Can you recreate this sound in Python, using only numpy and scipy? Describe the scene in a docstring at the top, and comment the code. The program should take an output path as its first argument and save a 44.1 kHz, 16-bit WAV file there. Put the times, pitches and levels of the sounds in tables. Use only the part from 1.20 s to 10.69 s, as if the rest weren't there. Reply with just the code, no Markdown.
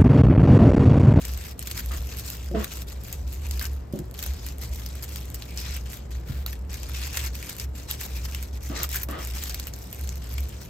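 """Hands fold and crease thin tissue paper on a desk in a small room filled with a low, throbbing hum.
From the start the sheet hisses by friction, and crackles, snaps and ticks as it buckles. The desk is
scuffed at 0.7 s and bumped at 1.3 s, when something hollow rocks on it. From 2.4 s a sliding finger
rasps now and then. Just after 5 s tape peels off its roll and is torn on a ringing cutter. The folding
goes on to the end, with its loudest snaps and more bumps and ringing scuffs between 6.7 and 8 s."""
import sys
import numpy as np
from scipy import signal
from scipy.fft import rfft, irfft, next_fast_len
from scipy.io import wavfile
from scipy.ndimage import uniform_filter1d

SR = 44100
rng = np.random.default_rng(int(sys.argv[2]) if len(sys.argv) > 2 else 0)


def generate_wav(signal):
    """Clip the signal to [-1, 1] and save it as 16-bit WAV at the path in sys.argv[1]."""
    frames = np.transpose(np.atleast_2d(signal))
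    scaled = np.clip(frames, -1, 1) * 32767
    pcm = np.round(scaled).astype(np.int16)
    wavfile.write(sys.argv[1], SR, pcm)


N = 418509
TIME = np.arange(N) / SR
BAND_LIMIT_HZ = 15900


def amp(db):
    """Converts decibels to an amplitude ratio."""
    return 10 ** (np.asarray(db) / 20)


def unit(x):
    """Normalises to rms 1."""
    return x / np.sqrt(np.mean(x ** 2) + 1e-20)


def peak_unit(x):
    """Normalises each channel so that its loudest 2 ms have rms 1."""
    return x / np.sqrt(uniform_filter1d(x ** 2, size=88).max(axis=1, keepdims=True))


def at_hz(points, hz):
    """Interpolates a table on a log-frequency axis."""
    knots_hz, values = np.transpose(points)
    return np.interp(np.log(hz + 1), np.log(knots_hz + 1), values)


def envelope(points):
    """Amplitude at every sample, from points of (time [s], level [dB])."""
    return amp(np.interp(TIME, *np.transpose(points)))


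def add(mix, start, sound):
    """Superposes a sound on the mix from a start time in seconds."""
    part = mix[:, max(round(start * SR), 0):][:, :sound.shape[-1]]
    part += sound[..., :part.shape[1]]


def filtered(x, response):
    """Multiplies the spectrum of x by a frequency response."""
    size = next_fast_len(x.shape[-1] + 256)
    return irfft(rfft(x, size) * response(np.fft.rfftfreq(size, 1 / SR)), size)[..., :x.shape[-1]]


def coloured(x, spectrum):
    """Filters x by a tabulated spectrum and normalises to rms 1."""
    return unit(filtered(x, lambda hz: amp(at_hz(spectrum, hz))))


def drift(rate_hz):
    """Low-pass Gaussian noise: a random fluctuation of rms 1."""
    clock = TIME[::SR // 2000]
    hz = np.fft.rfftfreq(len(clock), clock[1])
    slow = irfft(rfft(rng.standard_normal(len(clock))) * np.exp(-(hz / rate_hz) ** 2), len(clock))
    return np.interp(TIME, clock, unit(slow))


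def stroke(clock, start, length, db, rise_s, sag_db, release_s):
    """Envelope of one hand movement: linear attack, sagging hold, exponential release."""
    t = clock - start
    attack = np.clip(t / min(rise_s, length), 0, 1)
    hold = amp(db - sag_db * np.clip(t / length, 0, 1))
    return attack * hold * np.exp(-np.clip((t - length) / release_s, 0, 20))


# Slow swell of the hum: (time [s], level [dB])
HUM_LEVEL = [(0.0, -30), (0.21, -29.5), (0.37, -43.5), (0.79, -24), (0.9, -40), (1.4, -28), (1.45, -39.5),
             (1.77, -30), (1.88, -49), (2.01, -27), (2.56, -29.5), (2.7, -48), (2.72, -37), (3.01, -42),
             (3.09, -27), (3.44, -37.5), (3.52, -25), (3.57, -35), (4.28, -38.5), (4.65, -31.5),
             (4.76, -42.5), (4.97, -26), (5.02, -37), (5.2, -28.5), (5.34, -34.5), (6.08, -29.5),
             (6.37, -52), (6.45, -29), (6.63, -42.5), (6.82, -33.5), (8.38, -33.5), (8.72, -44.5),
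             (8.83, -29), (9.06, -38.5), (9.22, -27), (9.49, -50)]
# Spectrum of the steady room noise: (frequency [Hz], relative level [dB])
ROOM_NOISE = [(15, -30), (30, -7.5), (48, 3.5), (80, 3.5), (95, -1), (112, 7.5), (128, -2.5), (165, -1.5),
              (200, -7), (280, -9), (500, -12), (900, -19.5), (3000, -36), (16000, -53)]


def hum(pitch_hz=64.04, throb_hz=7.3, flutter_hz=12):
    """Narrow-band noise: rumble in one low resonance wavers in amplitude and phase, over room noise."""
    throb = drift(throb_hz) + 1j * drift(throb_hz)
    throb += amp(-14) * (drift(flutter_hz) + 1j * drift(flutter_hz))
    throb /= (1 + abs(throb) ** 2) ** 0.47  # the strongest throbs level off
    tone = unit((throb * np.exp(2j * np.pi * pitch_hz * TIME)).real)
    return envelope(HUM_LEVEL) * tone + amp(-41) * coloured(rng.standard_normal((2, N)), ROOM_NOISE)


# Fingers keep the sheet gently moving: (start [s], duration [s], level [dB], treble tilt [dB])
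GENTLE_HOLDS = [(0, 0.3, -44.5, -6.5), (0.385, 0.9, -47, -7), (1.37, 0.15, -58, -12),
                (1.68, 0.32, -52, -7.5), (2.063, 0.46, -51, -7), (2.722, 0.06, -53.5, -6),
                (2.938, 0.37, -48.5, -8.5), (3.387, 1.22, -49.5, -7.5), (4.653, 0.11, -47.5, -12),
                (4.904, 0.044, -47, -10), (5.259, 0.033, -44, -8), (5.491, 0.56, -45, -11),
                (6.124, 0.32, -47, -7.5), (6.548, 0.062, -45.5, -6), (6.679, 0.56, -46.5, -8),
                (7.324, 0.4, -52, -9), (7.985, 0.47, -47, -10), (8.528, 0.44, -49, -5.5),
                (9.014, 0.34, -47.5, -9.5), (9.398, 0.021, -44, -6.5)]
# Pushes, dull if sliding, crisp if bending: (start [s], duration [s], level [dB], treble tilt [dB])
FOLDING_PUSHES = [(0, 0.21, -43.5, -8.5), (.443, 0.092, -41.5, -3), (.542, 0.051, -32.5, -5.5),
                  (.697, 0.092, -40.5, -6.5), (.872, 0.071, -42.5, -10), (.958, 0.039, -38.5, -2),
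                  (1.037, 0.12, -38.5, -5), (1.37, 0.14, -43, -8), (1.491, .13, -41, -7.5),
                  (1.658, 0.069, -43.5, -5.5), (1.827, 0.13, -44.5, -5), (2.108, 0.048, -44.5, -1),
                  (2.225, 0.035, -43, -12), (2.3, 0.077, -44, -6), (2.385, 0.089, -39, -4.5),
                  (2.969, 0.14, -39, -7), (3.222, 0.065, -43.5, -8), (3.404, 0.053, -38, -6),
                  (3.505, 0.13, -43, -4.5), (3.82, 0.018, -34, -3), (3.868, 0.13, -43, -5),
                  (4.358, 0.07, -38.5, -6), (4.422, 0.16, -42, -11), (4.69, 0.081, -43.5, 2),
                  (5.511, 0.048, -45, -3), (5.728, .15, -36, -9), (5.913, .16, -34.5, -6),
                  (6.13, 0.15, -45, -6), (6.257, .071, -39, -5), (6.37, 0.074, -37.5, -4.5),
                  (6.672, 0.062, -36, -8), (6.78, 0.079, -37, -5.5), (6.942, 0.028, -34.5, -5),
                  (7.042, 0.014, -33.5, -2), (7.114, 0.13, -47.5, -9), (7.414, 0.092, -41, -5),
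                  (7.54, .11, -36.5, -13), (7.685, 0.15, -36, -4), (7.732, 0.026, -22.5, 0.5),
                  (7.885, 0.027, -41, -3), (7.977, 0.14, -41, -4.5), (8.127, 0.18, -36.3, -4.5),
                  (8.702, 0.15, -47, -5)]
# Fingers pin the sheet and hush it at once: (start [s], duration [s])
FINGER_PINS = [(0.332, 0.048), (6.458, .078), (7.38, 0.027), (7.853, 0.035)]


def handling(rest_db=-64, rest_crisp_db=-6, pin_s=0.0032):
    """Incoherent sources add in power: gives the sheet's effort and power-weighted crispness in dB."""
    clock = TIME[::SR // 1000]
    power = np.full(len(clock), amp(rest_db) ** 2)
    weighted_crisp = power * rest_crisp_db
    hold = dict(rise_s=0.0054, sag_db=0, release_s=0.055)  # answers at once, settles slowly
    push = dict(rise_s=0.03, sag_db=2, release_s=0.011)  # builds, eases as the paper yields, stops short
    for movements, shape in (GENTLE_HOLDS, hold), (FOLDING_PUSHES, push):
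        for start, length, db, crisp_db in movements:
            stroke_power = stroke(clock, start, length, db, **shape) ** 2
            power += stroke_power
            weighted_crisp += stroke_power * crisp_db
    pinned = sum(np.clip(np.minimum(clock - start, start + length - clock) / pin_s, 0, 1)
                 for start, length in FINGER_PINS)
    effort_db = (1 - pinned) * 10 * np.log10(power) + pinned * rest_db
    return np.interp(TIME, clock, effort_db), np.interp(TIME, clock, weighted_crisp / power)


def grains(per_s, spread_db, clump_db, ring_s):
    """Shot noise: the power of tiny random impulses, clumped in size, with a running mean near 1."""
    sizes = amp(spread_db * np.minimum(rng.exponential(1, N), 5) + clump_db * drift(115))
    sizes *= rng.random(N) < per_s / SR
    t = TIME[:SR // 50]
    power = abs(signal.oaconvolve(sizes ** 2, t * np.exp(-2 * t / ring_s))[:N]) + 1e-12
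    return power / uniform_filter1d(power, size=2400)


# Spectrum radiated by the sheet: (frequency [Hz], relative level [dB])
PAPER_SPECTRUM = [(100, -34), (400, -4.5), (800, -4), (1300, -2), (1800, -1), (2450, -0.5), (3200, -1),
                  (5500, 0.5), (8000, 1), (9500, 2.5), (10500, -1), (11600, 7.5), (13000, 2.5), (16000, 0)]


def paper_gain(hz, treble_db):
    """Spectral tilt at constant power: a crisper sheet radiates more of its sound as treble."""
    tilt_db = treble_db * np.interp(hz, [3000, 6000, 11500], [-.12, 0, 1])
    gain = amp(at_hz(PAPER_SPECTRUM, hz) + tilt_db) * (hz < BAND_LIMIT_HZ + 500)
    return gain / np.sqrt(np.mean(gain ** 2, axis=-1, keepdims=True))


def sheet(power, crisp_db, patchy_db, shape_db=2.0):
    """Source and filter: the paper colours noise differently with each buckle and shape of the sheet."""
    hz, t, spectra = signal.stft(np.sqrt(power) * rng.standard_normal((2, N)), SR, nperseg=128)
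    patches = uniform_filter1d(rng.standard_normal(spectra.shape[1:]), size=3, axis=0)
    patches = unit(uniform_filter1d(patches, size=9, axis=1))
    shape = unit(uniform_filter1d(rng.standard_normal(spectra.shape[1:]), size=60, axis=1))
    colour = paper_gain(hz, np.interp(t, TIME, crisp_db)[:, None]).T
    colour *= amp(patchy_db * patches + shape_db * shape)
    return unit(signal.istft(spectra * colour, SR, nperseg=128)[1][:, :N])


def rustle(effort_db, crisp_db):
    """Sliding friction makes a dense hiss; buckling adds crackles, more of them in a crisper sheet."""
    slips = grains(per_s=5000, spread_db=1.2, clump_db=2.13, ring_s=0.00075)
    hiss = sheet(slips, crisp_db - 1, patchy_db=2.5)
    bass_cut = lambda hz: hz / np.hypot(hz, 600)
    body_resonance = lambda hz: amp(-17.5) / (1 + ((hz - 2550) / 300) ** 2)
    hiss = unit(filtered(hiss, lambda hz: bass_cut(hz) + body_resonance(hz)))
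    buckles = grains(per_s=280, spread_db=4.1, clump_db=4.4, ring_s=0.00052)
    crackle = sheet(buckles, crisp_db + 4, patchy_db=4)
    # small creases keep ticking as they relax, even when the hands nearly rest
    relaxations = rng.uniform(0.081, 1, N) ** 2 * (rng.random(N) < 20 / SR)
    tick_power = abs(signal.oaconvolve(relaxations, np.exp(-TIME[:SR // 100] / 0.00073))[:N])
    ticking = sheet(tick_power, crisp_db + 9.5, patchy_db=5) * amp(0.85 * effort_db - 16.5)
    crackle_share = np.clip(0.43 + 0.036 * crisp_db, .05, .8)
    blend = np.sqrt(1 - crackle_share) * hiss + np.sqrt(crackle_share) * crackle
    unsteady_db = drift(6.2)  # fingers never press evenly
    return blend * amp(effort_db + unsteady_db) + ticking


# The loudest snaps of creases and tape, each ringing the pocket of paper around it:
# (time [s], level [dB], treble tilt [dB], decay time [s], pocket frequency [Hz], pocket gain [dB])
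LOUD_SNAPS = [(0.0512, -25.5, 0.5, 0.0016, 6800.0, 4), (0.3925, -24.5, 0, 0.00098, 8600.0, 27),
              (0.4262, -31.0, 6, 0.0023, 6500.0, 4), (0.4719, -26.5, 0, 0.003, 3400.0, 3),
              (0.5128, -24.5, 1, 0.002, 3380, 11), (0.5952, -27, 14, 0.0017, 5300.0, 1),
              (0.9949, -31, 4, 0.0014, 4800.0, 11), (1.4436, -22, -2, 0.0019, 3900.0, 5),
              (1.9273, -25.0, 2.5, 0.0011, 6800.0, 7), (2.3104, -26, -3, 0.0014, 3980, 8),
              (2.3944, -25.5, 3, 0.0016, 4500.0, 11), (2.4127, -29, 0, 0.0026, 1700.0, 13),
              (2.4265, -30, -1, .002, 1900, 9), (2.4422, -31, -1, .002, 1500, 10),
              (2.4529, -27.5, 2, 0.0014, 5500.0, 8), (2.7896, -34.5, 1.0, 0.0019, 8650, 4),
              (2.9907, -29, 2, 0.0014, 3300.0, 4), (3.0266, -26.5, 0.5, 0.0031, 4480, 6),
              (3.0384, -28, 2.0, 0.0018, 3000.0, 7), (3.0622, -28, 4.0, 0.0034, 4300.0, 2),
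              (3.2646, -28.5, 7, 0.0014, 6100.0, 6), (3.2866, -32.5, -1, 0.0013, 6500.0, 9),
              (3.662, -28, 6.0, 0.00063, 5000.0, 19), (3.9589, -26.5, -4.5, 0.002, 5700.0, 2),
              (4.1442, -29, 6, 0.0046, 5500.0, 2), (4.2222, -31, -4.0, 0.0011, 3920, 15),
              (4.3742, -27.5, 2.0, 0.0015, 5400, 21), (4.5639, -31.5, 1, 0.00068, 2800.0, 12),
              (4.7318, -32.5, 0, 0.00071, 1900.0, 13.5), (5.2632, -22.5, 13, 0.00077, 3900.0, 8),
              (5.3287, -32.5, 1.0, 0.0035, 1900.0, 8), (5.5421, -29, 3, 0.0009, 6100.0, 8),
              (5.6317, -31.5, -4, 0.0011, 6300.0, 10), (5.9711, -20, -3, 0.0045, 2300.0, 0),
              (6.0625, -26, 7, 0.0006, 6100.0, 11), (6.1531, -30, -3.5, 0.00099, 2300.0, 6),
              (6.2267, -31, -2, 0.00072, 2520, 15), (6.2946, -27.0, 5, 0.0013, 5900.0, 12),
              (6.3984, -24.5, 2, 0.0015, 5730, 12), (6.7117, -17.2, 8, 0.0012, 3550, 13.5),
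              (6.8122, -27, 1, 0.001, 2600.0, 15), (7.122, -37, -2, .001, 2500, 10),
              (7.1473, -27.5, -2, 0.0019, 2660, 5), (7.2266, -30.5, 1, 0.0025, 2300.0, 0),
              (7.234, -35, 1, .0015, 2200, 6), (7.6323, -15.5, 8, 0.00074, 7500.0, 7),
              (7.7696, -27, 3, 0.0016, 1900.0, 1), (7.8324, -20, 21, 0.0019, 5900.0, 3.0),
              (7.887, -35.5, -3, 0.0034, 1290, 8), (7.9116, -29, 7, 0.0007, 2500.0, 3),
              (8.0494, -28.5, -1.0, 0.0007, 7200.0, 10), (8.2368, -26, 8, 0.0018, 6100.0, 15),
              (8.2952, -27.5, 2, 0.0017, 5950, 11), (8.344, -25.5, 2, 0.0017, 4520, 11),
              (8.3975, -27.0, 2, 0.0019, 3870, 10.0), (8.4702, -25, 4, 0.0004, 2880, 7),
              (8.537, -32, 3.0, 0.0015, 5910, 25), (8.728, -27, 6.5, 0.0013, 2900.0, 12),
              (8.891, -27, 2, 0.0007, 6480, 22), (9.1807, -30.5, -4, 0.0039, 2400.0, 13)]


def snaps(rows, rise_s=0.00047, spike_s=0.0001, flutter_s=0.015, relative_bandwidth=0.2):
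    """Snap-through buckling: a crease gives way with a spike that excites a resonant pocket of paper."""
    out, t = np.zeros((2, N)), TIME[:2048]
    spike = np.exp(-((t - rise_s) / spike_s) ** 2)
    attack = 1 - np.exp(-(t / rise_s) ** 2)
    knots_hz = np.geomspace(800, 16000, num=22)
    for start, db, treble_db, ring_s, pocket_hz, lift_db in rows:
        ring = attack * (np.exp(-t / ring_s) + amp(-19) * np.exp(-t / flutter_s))
        shape = ring + amp(-2 + 0.29 * treble_db) * spike  # crisper snaps are sharper
        ripple = np.column_stack([knots_hz, 2 * rng.standard_normal(len(knots_hz))])
        pocket = lambda hz: 1 + (amp(lift_db) - 1) / (1 + 2j * (hz / pocket_hz - 1) / relative_bandwidth)
        burst = shape * rng.standard_normal((2, len(t)))
        crack = filtered(burst, lambda hz: paper_gain(hz, treble_db) * amp(at_hz(ripple, hz)) * pocket(hz))
        add(out, start, amp(db) * peak_unit(crack))
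    return out


def small_snaps(effort_db, per_s=5, still_db=-53.5, usual_db=-42.5):
    """A Poisson process: lesser snaps occur while the sheet moves, louder the harder it is worked."""
    onsets = np.flatnonzero((rng.random(N) < per_s / SR) & (effort_db > still_db))
    levels_db = -37 + 0.47 * (effort_db[onsets] - usual_db)
    pockets_hz = 4440 * 2 ** (rng.standard_normal(len(onsets)) / 2)
    treble_db, ring_s, lift_db = 4, 0.0016, 8
    return snaps([(start, db, treble_db, ring_s, hz, lift_db)
                  for start, db, hz in zip(onsets / SR, levels_db, pockets_hz)])


# Tiny facets of the sheet flipping over: (time [s], level [dB])
FACET_FLIPS = [(.1368, -31), (.313, -35), (.6605, -28.5), (.773, -32), (.970, -35), (1.102, -23.5),
               (1.245, -41), (1.537, -32), (1.620, -31), (1.837, -36), (2.1277, -34), (2.2675, -31),
               (2.726, -40), (2.912, -39), (2.942, -36), (3.136, -36), (3.3835, -34), (3.4175, -36),
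               (3.4925, -39), (3.5367, -35), (3.689, -35), (3.7544, -34), (3.825, -30), (3.8433, -35),
               (4.102, -33), (4.9135, -41), (6.366, -32), (6.386, -30), (6.8604, -32), (7.436, -37),
               (7.6912, -27.5), (7.819, -32), (8.073, -29), (8.562, -37), (8.8123, -33), (8.8747, -32.5),
               (8.957, -34), (9.124, -36), (9.1402, -31), (9.2063, -31)]


def ticks(rise_s=0.00023, decay_s=0.00079):
    """A broadband transient: a facet flips over in a thin, dry burst, with no pocket to resonate."""
    out, t = np.zeros((2, N)), TIME[:SR // 50]
    shape = np.interp(t, [0, rise_s], [0, 1]) * np.exp(-t / decay_s)
    for start, db in FACET_FLIPS:
        burst = shape * rng.standard_normal((2, len(t)))
        tick = filtered(burst, lambda hz: paper_gain(hz, treble_db=3.5))
        add(out, start, amp(db) * peak_unit(tick))
    return out


# Scuffs across the desk:
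# (start [s], duration [s], level [dB], first pressure [0-1], last pressure [0-1], tuning [ratio])
DESK_SCUFFS = [(0.708, 0.046, -39, 0.2, 0.11, 0.99), (1.346, 0.081, -32.5, 0.52, 0.25, 0.92),
               (2.739, .08, -40, 1, 1, 1.0), (7.498, 0.13, -35.5, 0.77, 0.12, 0.99),
               (7.884, 0.13, -35, 0.53, 0.25, 0.98)]
# Resonances of a light scuff: (frequency before tuning [Hz], bandwidth [Hz], relative level [dB])
SCUFF_MODES = [(634, 430, 3), (1224, 90, 9), (1530, 550, -0.5), (1880, 260, -3), (2730, 160, -2.5),
               (3100, 340, -16), (4370, 350, -37)]
# Spectrum of a heavy drag: (frequency [Hz], relative level [dB])
DRAG_SPECTRUM = [(80, -19), (170, -12), (270, 3.5), (400, -10.5), (650, -9.5), (1000, -22.5), (3000, -56)]


def scuffs():
    """Friction noise on the desk: heavy pressure gives a low drag, light pressure a resonant hiss."""
    out, t = np.zeros((2, N)), TIME[:SR // 4]
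    for start, length, db, first, last, tuning in DESK_SCUFFS:
        pressure = np.interp(t, [0, length], [first, last])
        slips = rng.standard_normal((2, len(t)))
        slips *= 1 + 2 * (rng.random(len(t)) < .04)  # rough contact: some slips are larger
        ring = filtered(slips, lambda hz: sum(amp(level) / (1 + 2j * (hz - tuning * mode_hz) / width)
                                              for mode_hz, width, level in SCUFF_MODES))
        gain = stroke(t, 0, length, db, rise_s=0.0024, sag_db=3.5, release_s=0.012)
        add(out, start, gain * (pressure * coloured(slips, DRAG_SPECTRUM) + (1 - pressure) * unit(ring)))
    return out


# Dull bumps on the desk: (time [s], peak level [dB], contact time [s])
DESK_BUMPS = [(1.313, -25.5, 0.0021), (2.736, -18.5, 0.0026), (2.76, -31, 0.002), (2.798, -26.5, 0.0037),
              (5.096, -24, 0.0059), (5.104, -27, 0.0078), (7.502, -31, 0.0031), (7.889, -29, 0.0015)]
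# Modes of the desk top: (nominal frequency [Hz], relative level [dB], T60 [s])
DESK_MODES = [(148, 3.5, 0.09), (230, -6, 0.15), (272, 4, 0.076), (353, -2.5, 0.11), (395, -1, 0.28),
              (564, 11, 0.068), (666, -12, .04)]


def bumps():
    """Modal response to a soft force pulse: the longer the contact, the less the high modes ring."""
    out, t = np.zeros((2, N)), TIME[:SR // 4]
    for start, db, contact_s in DESK_BUMPS:
        ring = sum(amp(level - 60 * t / t60) * np.cos(2 * np.pi * hz * rng.uniform(0.892, 1.046) * t)
                   for hz, level, t60 in DESK_MODES)
        force = np.sin(np.pi * np.minimum(t / contact_s, 1)) ** 2
        thud = signal.fftconvolve(ring, force)[:len(t)]
        add(out, start, amp(db) * thud / abs(thud).max())
    return out


# Modes of a hollow object: (settled frequency [Hz], relative level [dB], T60 [s])
HOLLOW_MODES = [(217.4, -0.5, 0.34), (425, -0.5, 0.27), (651, -0.5, 0.12)]


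def hollow_knock(start_s=1.338, settle_s=0.0084, rattle_hz=90):
    """Damped vibration: something hollow rocks against the desk and rings until a hand stops it."""
    out, t = np.zeros((2, N)), TIME[:SR // 4]
    clock = np.cumsum(1 + 0.16 * np.exp(-t / settle_s)) / SR  # the ring starts sharp and settles
    ring = np.zeros(len(t))
    for hz, db, t60 in HOLLOW_MODES:
        mode = amp(db - 60 * t / t60) * np.sin(2 * np.pi * (hz * clock + rng.random()))
        ring += mode * (1 + 0.43 * drift(rattle_hz)[:len(t)])  # loose contact makes each mode flutter
    add(out, start_s, ring * stroke(t, 0, length=0.07, db=-21.5, rise_s=0.014, sag_db=0, release_s=0.012))
    return out


# Resonant rasps of a finger on the paper, and the ring of scuffs on the desk:
# (start [s], duration [s], level [dB], first frequency [Hz], last frequency [Hz], bandwidth [Hz])
RESONANT_RASPS = [(2.411, 0.033, -42.5, 1400, 1700, 500), (4.275, 0.11, -51.5, 2330, 2440, 200),
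                  (4.373, 0.058, -38.5, 5500, 5250, 900), (4.402, 0.17, -54, 2400, 2700, 380),
                  (4.548, 0.026, -43, 2850, 2730, 250), (5.745, 0.23, -45.5, 2550, 2650, 300),
                  (5.926, .15, -42, 2600, 2650, 320), (7.549, 0.051, -37.5, 2010, 1890, 140),
                  (7.58, .07, -37.5, 1223, 1230, 50), (7.74, 0.033, -34, 1380, 1730, 220),
                  (7.921, 0.073, -40, 1210, 1290, 90)]


def rasps(slips_per_s=900):
    """Stick-slip friction: a contact on paper or desk catches and slips, driving a gliding resonance."""
    out, t = np.zeros((2, N)), TIME[:SR // 4]
    for start, length, db, first_hz, last_hz, width_hz in RESONANT_RASPS:
        slips = rng.standard_normal((2, len(t))) * (rng.random(len(t)) < slips_per_s / SR)
        centre_hz = np.interp(t, [0, length], [first_hz, last_hz])
        carrier = np.exp(2j * np.pi * np.cumsum(centre_hz) / SR)
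        pole = np.exp(-np.pi * width_hz / SR)
        ring = (carrier * signal.lfilter([1 - pole], [1, -pole], slips / carrier)).real
        add(out, start, unit(ring) * stroke(t, 0, length, db, rise_s=0.0093, sag_db=7, release_s=0.011))
    return out


# Tape peeling off its roll: (time [s], level [dB])
PEEL_LEVEL = [(5.05, -61), (5.085, -43.5), (5.15, -46.5), (5.22, -48), (5.255, -63)]
# Spectrum of the peeling: (frequency [Hz], relative level [dB])
PEEL_SPECTRUM = [(200, -12), (1000, -2), (1400, 6), (1800, 6), (2400, 3), (3900, 3.5), (7000, -2.5),
                 (12000, -1), (16000, 0)]
# Modes of the tape cutter: (frequency [Hz], level [dB], T60 [s])
CUTTER_MODES = [(1360, -33, 0.016), (3980, -26, 0.012), (4320, -29, .011)]


def tape(tear_s=5.263):
    """Adhesive failure: glue lets go in a dense, even rasp; tearing the strip off rings the cutter."""
    releases = grains(per_s=1800, spread_db=1.0, clump_db=0.8, ring_s=0.0012)
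    rasp = coloured(np.sqrt(releases) * rng.standard_normal((2, N)), PEEL_SPECTRUM)
    peeling = (TIME > PEEL_LEVEL[0][0]) & (TIME < PEEL_LEVEL[-1][0])
    out = rasp * envelope(PEEL_LEVEL) * peeling
    t = TIME[:SR // 10]
    cutter = sum(amp(db - 60 * t / t60) * np.sin(2 * np.pi * hz * t) for hz, db, t60 in CUTTER_MODES)
    add(out, tear_s, cutter)
    return out


# Reverberation time of the room: (frequency [Hz], T60 [s])
REVERB_TIMES = [(200, 0.16), (1000, 0.15), (4000, 0.16), (9000, 0.024), (16000, 0.069)]


def room(x, reflections_per_s=3000):
    """Reverberation: sparse reflections decay exponentially, each band at its own rate."""
    taps = rng.standard_normal((2, SR // 2)) * (rng.random((2, SR // 2)) < reflections_per_s / SR)
    taps[:, :SR // 250] = 0  # no reflection arrives in the first 4 ms
    hz, t, spectra = signal.stft(taps, SR, nperseg=256)
    decay = amp(-60 * t / at_hz(REVERB_TIMES, hz)[:, None])
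    tail = signal.istft(spectra * decay, SR, nperseg=256)[1]
    return signal.oaconvolve(x, tail / np.linalg.norm(tail, axis=1, keepdims=True), axes=1)[:, :N]


# Likeness of the two channels: (frequency [Hz], coherence [ratio, clipped to 0-1 in use])
COHERENCE = [(60, 1), (150, 0.94), (300, 0.6), (700, -0.11), (1500, 0.34), (2800, 0.58), (4500, 0.4),
             (5800, 0), (7500, 0.72), (10000, 1.08), (12000, 0.46), (13500, 1.5), (16000, 7)]
# Phase difference between them: (frequency [Hz], lead of left [rad])
PHASE_LEAD = [(300, 0), (1400, -.4), (2100, .1), (3500, 1.4), (5000, 1), (7000, 0), (8200, -1.2),
              (9300, -2.9), (10400, -3.2), (11700, -4.5), (13000, -6.1), (14000, -6.45), (15800, -8.6)]
# Level difference between them: (frequency [Hz], left minus right [dB])
LEVEL_DIFFERENCE = [(100, 0.5), (300, 1), (700, 1), (2400, 1), (5400, 4.5), (7500, 2.5), (9300, -1),
                    (16000, 0)]


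def stereo_pair(pair):
    """Partial coherence: two receivers share part of the sound, shifted in phase and level."""
    shared = lambda hz: np.clip(at_hz(COHERENCE, hz), 0, 1)
    left_gain = lambda hz: amp(at_hz(LEVEL_DIFFERENCE, hz) / 2)
    left = filtered(pair[0], left_gain)
    right = filtered(pair[0], shared) + filtered(pair[1], lambda hz: np.sqrt(1 - shared(hz) ** 2))
    right = filtered(right, lambda hz: np.exp(-1j * at_hz(PHASE_LEAD, hz)) / left_gain(hz))
    return np.array([left, right])


def scene(echo_s=0.0084):
    """Superposition: hum, desk and handwork add to the reverberation and a nearby surface's echo."""
    background = hum()
    effort_db, crisp_db = handling()
    desk = bumps() + hollow_knock() + scuffs()
    handwork = rustle(effort_db, crisp_db) + tape() + rasps() + ticks()
    handwork += snaps(LOUD_SNAPS) + small_snaps(effort_db)
    echo = amp(-16) * filtered(handwork, lambda hz: np.exp(-2j * np.pi * hz * echo_s))
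    reverberation = amp(-19) * room(handwork) + amp(-7.5) * room(desk)
    return stereo_pair(background + handwork + desk + echo + reverberation)


def record(dry):
    """Band limiting: a linear-phase low-pass filter removes the highest treble."""
    lowpass = signal.firwin(255, BAND_LIMIT_HZ, window=("kaiser", 9), fs=SR)
    return signal.oaconvolve(dry, lowpass[None], "same")


dry = scene()
out = record(dry)
generate_wav(out)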